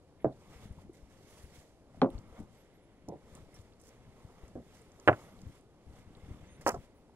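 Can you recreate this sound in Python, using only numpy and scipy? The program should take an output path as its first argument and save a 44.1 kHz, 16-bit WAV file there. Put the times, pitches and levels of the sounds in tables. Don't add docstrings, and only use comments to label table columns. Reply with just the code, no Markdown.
import sys
import numpy as np
from scipy import signal
from scipy.fft import rfft, irfft
from scipy.io import wavfile
from scipy.ndimage import uniform_filter1d

SR = 44100
rng = np.random.default_rng(int(sys.argv[2]) if len(sys.argv) > 2 else 0)


def inscribe(sig):
    pcm = np.round(np.clip(np.atleast_2d(sig).T, -1, 1) * 32767)
    wavfile.write(sys.argv[1], SR, pcm.astype(np.int16))


def magnitude_from_level(level_db):
    exponent = np.asarray(level_db, float) / 20
    return 10 ** exponent


N = 315315

# modes_db, scatter_db (against the push), scatter_t60_s, left_minus_right_db, left_late_samples
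STRIP_PRESSED = ([(.2438, -36, .6), (.2455, -13, 0.45), (.2515, -19, 0.8), (.2585, -33, .5, 400),
                 (.266, -26, 0.4, 680)], [(35, -56), (70, -6), (388, -1.5), (669, 0), (935, -19.5),
                 (1110, -20), (3000, -43), (11000, -94)], [(133, -2, 0.16), (301, 0, .1), (441, -3, .11),
                 (668, -7, .07), (1012, -22, .12), (1314, -26, .08), (1572, -28, .1), (2013, -34, .065)],
                 (-7, -6, 0.15, -2.3, -1.5))
STRIP_DROPPED = ([(2.0166, -26, .08, 3600), (2.0177, -15, 0.15, 1200), (2.0198, -12.5, 1.2),
                 (2.031, -25, 0.2, 1200), (2.0455, -20, 0.4, 650), (2.059, -31, .3, 900)], [(35, -59),
                 (90, -15), (300, -2), (520, -8), (1250, -14), (1780, -25), (4200, -25), (9000, -80)],
                 [(200, -11, .15), (264, -2, 0.14), (404, 0, 0.09), (538, -6, 0.15), (727, -12, 0.12),
                 (845, -12, 0.058), (1066, -26, .1), (1238, -24, .08), (1960, -28, .074), (2471, -32, .1),
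                 (2832, -33, .064)], (-6, -9, 0.18, -1, -8.5))
STRIP_NUDGED = ([(3.081, -39, .8), (3.0855, -32, 0.5), (3.0925, -37, .5, 750), (3.122, -34.5, 0.5, 600),
                (3.135, -40, .7)], [(35, -49), (60, -11), (135, 4), (521, -0.5), (900, -7), (1190, -33),
                (4000, -55), (5500, -97)], [(124, -2, .15), (301, -3, 0.15), (484, -4, .064),
                (748, -5, 0.1), (1017, -14, 0.14)], (-2, 1, 0.13, -2, 0.5))
STRIP_TOUCHED = ([(4.5542, -34, 0.7), (4.5578, -34, .3, 500), (4.574, -38, 0.9), (4.582, -42, .5, 450)],
                 [(35, -46), (60, -9), (249, -6), (420, -10), (643, -12.5), (930, -29), (1600, -30),
                 (6000, -96)], [(121, -8, .15), (237, 0, 0.2), (517, -12, .12), (634, -10, 0.07),
                 (1195, -28, .1), (1513, -12, 0.04)], (-3, -4, 0.18, -1.5, 1.5))
STRIP_SLAPPED = ([(5.0763, -6, 0.22), (5.0815, -7, .1, 1500), (5.0862, -9, .12, 1350),
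                 (5.0895, -10.5, .5, 600), (5.095, -13, .4, 700), (5.117, -23, 0.5, 650),
                 (5.129, -30, .2, 1400)], [(35, -60), (260, -4), (602, -10), (938, -15.5), (1530, -19),
                 (3000, -24), (5000, -50), (15000, -70)], [(150, -10, .12), (240, -5, .15), (330, -5, .08),
                 (619, -3, 0.12), (716, -4, 0.11), (877, -15, .12), (1012, -8, 0.06), (1130, -14, 0.12),
                 (1362, -2, .07), (1486, -2, .075), (1690, -6, .07), (2062, -25, 0.12), (2300, -28, .08),
                 (2896, -25, .057)], (-8, -11, 0.16, -2, 0.9))
STRIP_SLID = ([(6.6643, -13, 0.35), (6.668, -19, .2, 1100), (6.6755, -20, 0.2, 850), (6.6805, -20, .3, 680),
              (6.686, -21, 0.15), (6.6915, -27, .12, 1300), (6.6995, -26, 0.15, 1000), (6.7425, -29, .85)],
              [(35, -70), (70, -20), (379, -9), (694, -5), (1500, -13), (2570, -20), (3250, -22),
              (3800, -70)], [(226, -14, .15), (301, -10, .13), (382, -6, 0.15), (565, -4, .06),
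              (684, -6, 0.1), (829, -10, 0.1), (1007, -7, 0.11), (1303, -9, 0.11), (1420, -20, 0.12),
              (1900, -24, .08), (2579, -20, 0.1)], (-8, -5, 0.115, -2, 1.3))
KNOCKS = [STRIP_PRESSED, STRIP_DROPPED, STRIP_NUDGED, STRIP_TOUCHED, STRIP_SLAPPED, STRIP_SLID]

# start_s, peak_db, pitch_hz, t60_s
TAPS = [
    (.785, -52, 920, 0.044),
    (.895, -41, 314, .03),
    (5.0765, -25, 109.6, 0.11),
    (1.945, -52, 650, .03),
    (2.402, -44.5, 324, 0.034),
    (3.49, -55.5, 600, .04),
    (4.433, -51.5, 350, 0.037),
    (6.403, -54, 420, .04),
    (6.611, -51.5, 1870, 0.041),
    (7.095, -56.5, 818, 0.021),
]
# start_s, peak_db, pitch_hz
THUDS = [(0.558, -48, 57.3), (0.635, -47, 99.6), (0.655, -40.5, 130), (0.707, -36.5, 70.0),
         (0.779, -42, 162), (1.028, -46.5, 52), (1.439, -40.5, 69.6), (1.582, -46.5, 74), (2.15, -33, 58.7),
         (2.172, -45, 51.7), (2.32, -49.5, 53), (3.326, -47, 68), (3.355, -44, 229), (3.479, -49, 119),
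         (3.594, -42.5, 88.6), (3.999, -51, 88.8), (4.09, -47, 99), (4.248, -39.5, 104), (4.432, -42, 58.4),
         (5.465, -35.5, 83), (5.868, -48, 70.6), (5.897, -48.5, 72), (6.169, -44.5, 168),
         (6.232, -42.5, 70), (6.312, -36, 87), (6.344, -47, 50.6), (6.429, -41, 85), (6.519, -50, 56.5)]
# start_s, peak_db, pitch_hz, t60_s
TICKS = [(.325, -62, 4000, .02), (.41, -62, 5200, .01), (.422, -61, 7500, .01), (.724, -61, 9400, .015),
         (0.9333, -58, 8500, .024), (2.0168, -44, 5200, .015), (2.039, -55, 6500, .02),
         (2.103, -51, 3250, .01), (2.1035, -52, 9500, .02), (2.1809, -49, 3860, .015),
         (2.187, -55, 5960, .02), (2.4004, -58, 8000, .02), (3.0864, -45, 5800, .024),
         (3.0866, -55, 10500, .02), (3.3513, -44, 7700, .024), (3.5428, -54, 9000, .04),
         (3.5887, -56, 6900, .012), (3.589, -58, 3600, .012), (3.615, -60, 7000, .03),
         (3.724, -60, 3200, .01), (3.736, -61, 4600, .01), (3.7993, -56, 6550, .02),
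         (3.8142, -51, 8400, .024), (4.4802, -55, 6740, .02), (4.817, -57, 8340, .02),
         (4.9186, -53.5, 6400, .02), (4.999, -46, 5940, .015), (5.0765, -39, 5000, .025),
         (5.077, -43, 8500, .03), (5.0772, -52, 12500, .025), (5.3901, -59, 3560, .02),
         (5.4171, -49, 5890, .015), (6.1509, -53, 3700, .02), (6.17, -60.5, 7750, .02),
         (5.475, -61, 12200, .024), (5.61, -60, 8900, .024), (6.6109, -53, 8760, .024),
         (6.7456, -46, 5800, .024)]
# peak_s, rise_s, fall_s, level_db
GRATE_SLIPS = [
    [(3.803, .003, 0.036, -69), (3.85, .012, .05, -69), (3.892, 0.05, .005, -65)],
    [(6.612, .001, .02, -60), (6.667, .001, .004, -43), (6.675, .002, .005, -33),
     (6.694, 0.013, 0.0025, -38), (6.705, 0.0046, 0.035, -55.5)],
]
# start_s, length_s, top_hz, end_hz, level_db
SQUEAKS = [(2.57, .061, 11700, 11300, -79), (2.735, .045, 11600, 11300, -81),
           (2.817, 0.044, 10400, 9900, -82), (3.541, .028, 5600, 5500, -65), (3.541, .022, 6900, 6800, -72),
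           (6.434, .05, 7700, 7700, -79), (6.462, .11, 6440, 6170, -73), (6.498, 0.081, 9500, 9100, -74),
           (6.747, 0.11, 11900, 9900, -87.5), (6.787, 0.063, 15600, 15000, -81),
           (6.95, 0.043, 10400, 10200, -84.5), (6.937, 0.078, 15550, 14500, -80)]
# peak_s, rise_s_per_10db, fall_s_per_10db, cloth_db, sliding_wood_db
REACHES = [(.33, .02, .1, -78, -72), (.42, .05, .1, -76, -68), (.55, .12, .1, -67.5, -62),
           (.635, .06, .05, -65.5, -61), (.82, .13, .03, -73, -66), (.945, .015, .12, -72, -72),
           (1.38, .2, .15, -65.5, -65), (1.55, .04, .12, -65, -67), (1.96, .05, .1, -76, -66),
           (2.14, .05, .14, -72, -61), (2.39, .1, .05, -70, -55), (2.555, .07, .15, -73, -72),
           (3.37, .13, .08, -68, -61), (3.56, .08, .13, -70, -65), (3.93, .1, .1, -76, -68),
           (4.2, .15, .15, -78, -68), (4.46, .5, .1, -73, -64), (4.76, .15, .14, -69, -66),
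           (1.11, .02, .2, -74, -70), (5.2, .25, .15, -67, -58), (5.58, .4, .03, -71, -68),
           (5.99, .12, .05, -70, -62), (6.3, .3, .4, -73, -63), (6.62, .02, .02, -70, -58),
           (6.84, .1, .04, -72, -67)]
# peak_s, rise_s, fall_s, level_db
SLEEVE_DRAWS = [(.205, .012, .01, -69), (.225, 0.01, 0.008, -69), (.56, .08, .05, -69),
                (.63, .04, .07, -67), (2.62, 0.11, 0.88, -75.5), (3.86, .02, .25, -72),
                (6.5, 0.36, 0.3, -68.5)]
# peak_s, rise_s, fall_s, level_db
WEIGHT_SHIFTS = [(.36, 0.13, 0.034, -56), (.66, 0.28, 0.24, -52.5), (.88, 0.11, 0.065, -51.5),
                 (1.42, 0.61, 0.52, -62), (1.985, 0.036, 0.13, -48.5), (2.148, 0.039, 0.12, -44),
                 (2.408, 0.018, 0.055, -43.5), (3.05, 0.044, 0.24, -58.5), (3.38, .1, 0.26, -50.5),
                 (4.0, .1, 0.9, -57), (4.55, 0.23, 0.04, -60), (5.2, 0.18, 0.23, -56.5),
                 (5.5, 0.16, 0.011, -45.5), (5.92, 0.054, 0.35, -50.5), (6.3, 0.06, 0.19, -45.5),
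                 (6.78, .15, 0.027, -46.5), (7.15, 0.045, .1, -91)]
# peak_s, rise_s, fall_s, level_db
NYLON_BRUSHES = [(.222, .015, .012, -79), (1.31, .05, .1, -75), (1.43, .08, .05, -73), (5.25, .2, .12, -77)]

# pitch_hz, level_db (per Hz)
GRATE_COLOUR = [(2530, -47.5), (4300, -12), (5270, -5.5), (7250, -6), (8230, -9.5), (14200, -19.5),
                (16000, -18)]
CLOTH_COLOUR = [(1650, -28), (2800, -5.5), (4800, -1.5), (7120, -1.5), (11700, -8), (12500, -10),
                (16000, -17.5)]
HOLLOW_COLOUR = [(700, -75), (1400, -12.5), (1900, -8), (2150, -5), (2450, -12), (3600, -13.5), (6000, -66)]
SLIDE_COLOUR = [(80, -60.5), (280, -10.5), (420, -1), (800, -7), (1300, -9.5), (3000, -69.5)]
WEIGHT_COLOUR = [(15, -13.5), (40, -4), (70, -1), (180, -5.5), (300, -11), (900, -80.5)]
YARD_COLOUR = [(12, -32.5), (20, 8), (123, -1), (499, -4.5), (1700, -25), (4670, -31), (11900, -36.5),
               (12300, -65.5)]
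NYLON_COLOUR = [(7500, -40), (9500, -6), (11000, 0), (12200, -8), (14000, -40)]
# pitch_hz, left_minus_right_db
PORT_LEAN = [(40, 7.5), (150, 1.5), (500, -0.1), (1300, 1), (4400, -6), (9000, -5)]
# pitch_hz, likeness_0_to_1
PORT_LIKENESS = [(40, .85), (300, 0.92), (1400, 1), (4000, 0.29), (12000, 0.23)]


def evened(x):
    return x / np.sqrt(np.mean(x ** 2) + 1e-20)


def peaked(x):
    return x / (abs(x).max() + 1e-20)


def read(points, hz):
    f, value = np.transpose(points)
    return np.interp(np.log(hz + 1), np.log(f + 1), value)


def add(mix, start_s, sound):
    part = mix[..., round(start_s * SR):][..., :sound.shape[-1]]
    part += sound[..., :part.shape[-1]]


def push(colour):
    hz = abs(np.fft.fftfreq(4096, 1 / SR))
    log_gain = np.log(magnitude_from_level(np.maximum(read(colour, hz), -90)))
    return np.fft.ifft(np.exp(np.conj(signal.hilbert(log_gain)))).real[:2048]


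def swells(rows, t):
    power = 0
    for peak_s, rise_s, fall_s, db in rows:
        before = (peak_s - t) / max(rise_s, .001)
        after = (t - peak_s) / max(fall_s, .001)
        power = power + magnitude_from_level(2 * (db - 10 * np.maximum(before, after)))
    return 10 * np.log10(power + 1e-13)


def noise(colour, level_db, patchy_db, flicker_db):
    frames, hz = N // 128 + 5, np.fft.rfftfreq(512, 1 / SR)
    a, b, c, d, patches = rng.standard_normal((frames, len(hz), 5)).T
    patches = uniform_filter1d(patches, size=6, axis=0)
    patches = evened(uniform_filter1d(patches, size=16, axis=1))
    flicker = evened(uniform_filter1d(rng.standard_normal(frames), size=3))
    same = np.clip(read(PORT_LIKENESS, hz), 0, 1)[:, None]
    left = a + 1j * b
    right = same * left + np.sqrt(1 - same ** 2) * (c + 1j * d)
    level = read(colour, hz)[:, None] + patchy_db * patches + flicker_db * flicker
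    spectra = np.array([left, right]) * magnitude_from_level(level)
    sound = signal.istft(spectra, nperseg=512, noverlap=384)[1][:, :N]
    return magnitude_from_level(level_db) * evened(sound)


def yard():
    return noise(YARD_COLOUR, -62, 0.37, .4)


def movement():
    t = np.arange(0, N / SR + .01, .001)
    cloth = swells([(*row[:3], row[3]) for row in REACHES], t)
    slide = swells([(*row[:3], row[4]) for row in REACHES], t)
    cloth_share, hollow_db = 0.71, -1
    hollow = cloth_share * cloth + (1 - cloth_share) * slide + hollow_db
    hollow = 10 * np.log10(magnitude_from_level(2 * hollow) + magnitude_from_level(2 * swells(SLEEVE_DRAWS, t)))
    weight = swells(WEIGHT_SHIFTS, t)
    cloth, hollow, slide, weight = (np.interp(np.arange(N) / SR, t, db)
                                    for db in (cloth, hollow, slide, weight))
    return (noise(CLOTH_COLOUR, cloth, 1.3, 1.3) + noise(HOLLOW_COLOUR, hollow, 1.5, 1.4)
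            + noise(SLIDE_COLOUR, slide, 1.4, 1.4) + noise(WEIGHT_COLOUR, weight - 2.5, 1.5, 3.5))


def nylon():
    return noise(NYLON_COLOUR, swells(NYLON_BRUSHES, np.arange(N) / SR), 2.5, 1.5)


def squeaks():
    out = np.zeros(N)
    start_share, top_place = .97, .4
    for start, length, top_hz, end_hz, db in SQUEAKS:
        u = np.arange(0, 1, 1 / (SR * length))
        rising = u < top_place
        away = np.where(rising, u / top_place - 1, (u - top_place) / (1 - top_place)) ** 2
        hz = top_hz - away * np.where(rising, top_hz * (1 - start_share), top_hz - end_hz)
        wobble = uniform_filter1d(rng.standard_normal((2, SR // 4)), size=200)
        wobble = evened(wobble)[:, :len(u)]
        tone = np.sin(2 * np.pi * np.cumsum(hz * (1 + .009 * wobble[0])) / SR)
        add(out, start, magnitude_from_level(db + 2.5 * wobble[1]) * tone * signal.windows.tukey(len(u), .3))
    return out


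def thuds():
    out = np.zeros(N)
    for s, db, hz in THUDS:
        turns = np.arange(0, 3, hz / SR)
        swing = np.sin(2 * np.pi * turns) * np.minimum(turns / 0.3, 1) * np.exp(-turns / 0.62)
        add(out, s, -magnitude_from_level(db) * peaked(swing))
    return out


def bursts(rows, width, grain):
    out, t = np.zeros(N), np.arange(SR // 8) / SR
    for s, db, hz, t60 in rows:
        drive = grain * rng.standard_normal(len(t)) * magnitude_from_level(-60 * t / max(t60, .003))
        drive[0] = 1
        edges = np.clip([hz / width, hz * width], 20, 17000)
        band = signal.butter(2, edges, "bandpass", fs=SR, output="sos")
        add(out, s, magnitude_from_level(db) * peaked(signal.sosfilt(band, drive)))
    return out


def ticks():
    return bursts(TICKS, 1.2, 0.2)


def taps():
    return bursts(TAPS, 1.174, 0.1)


def grate(mix, slips):
    start = slips[0][0] - .01
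    t = start + np.arange(SR // 4) / SR
    snaps_per_s, uneven_db, apart, left_db = 4200, 4, 0.41, -3.5
    snaps = (rng.random(len(t)) < snaps_per_s / SR) * magnitude_from_level(uneven_db * rng.exponential(1, len(t)))
    dust = rng.standard_normal((3, len(t)))
    grit = snaps * rng.choice([-1., 1.], len(t)) + 0.24 * dust[0] + apart * dust[1:]
    grit = evened(signal.fftconvolve(grit, push(GRATE_COLOUR)[None], axes=1)[:, :len(t)])
    level = swells(slips, t) + [[left_db / 2], [-left_db / 2]]
    add(mix, start, magnitude_from_level(level) * grit)


def wood_ring(modes, t60, t):
    strike = rng.standard_normal(len(modes))
    ring = np.zeros(len(t))
    for (hz, db, mode_t60), side in zip(modes, strike):
        ring += magnitude_from_level(db - 60 * t / min(mode_t60, t60)) * np.sin(2 * np.pi * hz * t) * np.sign(side)
    return ring


def stack_scatter(pulse, t60, t):
    treble_hz, treble_t60 = 1900, .09
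    sizes, chance = rng.standard_normal((3, len(t))), rng.random((3, len(t)))
    echoes = sizes * (chance < .08)
    echoes = echoes[0] + 0.33 * echoes[1:]
    dull = signal.lfilter(*signal.butter(2, treble_hz, fs=SR), echoes)
    echoes = dull * magnitude_from_level(-60 * t / t60) + (echoes - dull) * magnitude_from_level(-60 * t / treble_t60)
    echoes *= np.minimum(t / 0.0029, 1)
    return signal.fftconvolve(echoes, pulse[None], axes=1)[:, :len(t)]


def knock(mix, contacts, colour, modes, shares):
    modes_db, scatter_db, t60, left_db, late = shares
    t = np.arange(SR // 3) / SR
    pulse = peaked(push(colour))
    for s, db, ms, *spot_hz in contacts:
        ring = wood_ring(modes, t60, t)
        echoes = stack_scatter(pulse, t60, t)
        sound = magnitude_from_level(modes_db) * peaked(ring) + magnitude_from_level(scatter_db) * peaked(echoes)
        sound[:, :len(pulse)] += pulse
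        if spot_hz:
            spot_q, spot_t60 = 1.5, .17
            sound = signal.lfilter(*signal.iirpeak(spot_hz[0], spot_q, fs=SR), sound)
            sound = sound * magnitude_from_level(-60 * t / spot_t60)
        force = np.sin(np.pi * np.clip((t + .5 / SR) * 1000 / max(ms, .03), 0, 1)) ** 2
        sound = peaked(signal.fftconvolve(sound, force[None, :256], axes=1)[:, :len(t)])
        left = np.interp(t - max(late, 0) / SR, t, sound[0], left=0)
        right = np.interp(t - max(-late, 0) / SR, t, sound[1], left=0)
        add(mix, s, magnitude_from_level(db) * np.array([left * magnitude_from_level(left_db / 2), right / magnitude_from_level(left_db / 2)]))


def scene():
    mix = yard() + movement() + nylon()
    mix = mix + squeaks() + thuds() + ticks() + taps()
    for slips in GRATE_SLIPS:
        grate(mix, slips)
    for strip in KNOCKS:
        knock(mix, *strip)
    return mix


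def gate(x):
    gate_hz, gate_db = 12050, -110
    hz, _, z = signal.stft(x, SR, nperseg=1024)
    power = uniform_filter1d((abs(z) ** 2).mean(0), size=16, axis=0)
    power = uniform_filter1d(power, size=3, axis=1)
    kept = (hz[:, None] < gate_hz) | (power > magnitude_from_level(2 * gate_db))
    return signal.istft(z * kept, SR, nperseg=1024)[1][:, :N]


def band_limit(x):
    return signal.sosfilt(signal.butter(12, 16340, fs=SR, output="sos"), x)


def record(dry):
    left_late_samples, edge_hz = 4.36, 15750
    hz = np.fft.rfftfreq(N, 1 / SR)
    lean = magnitude_from_level(read(PORT_LEAN, hz) / 2)
    left = lean * np.exp(-2j * np.pi * hz * left_late_samples / SR)
    ports = np.array([left, 1 / lean]) * (hz < edge_hz)
    finished = gate(irfft(rfft(dry) * ports, N))
    return band_limit(finished)


dry = scene()
out = record(dry)
inscribe(out)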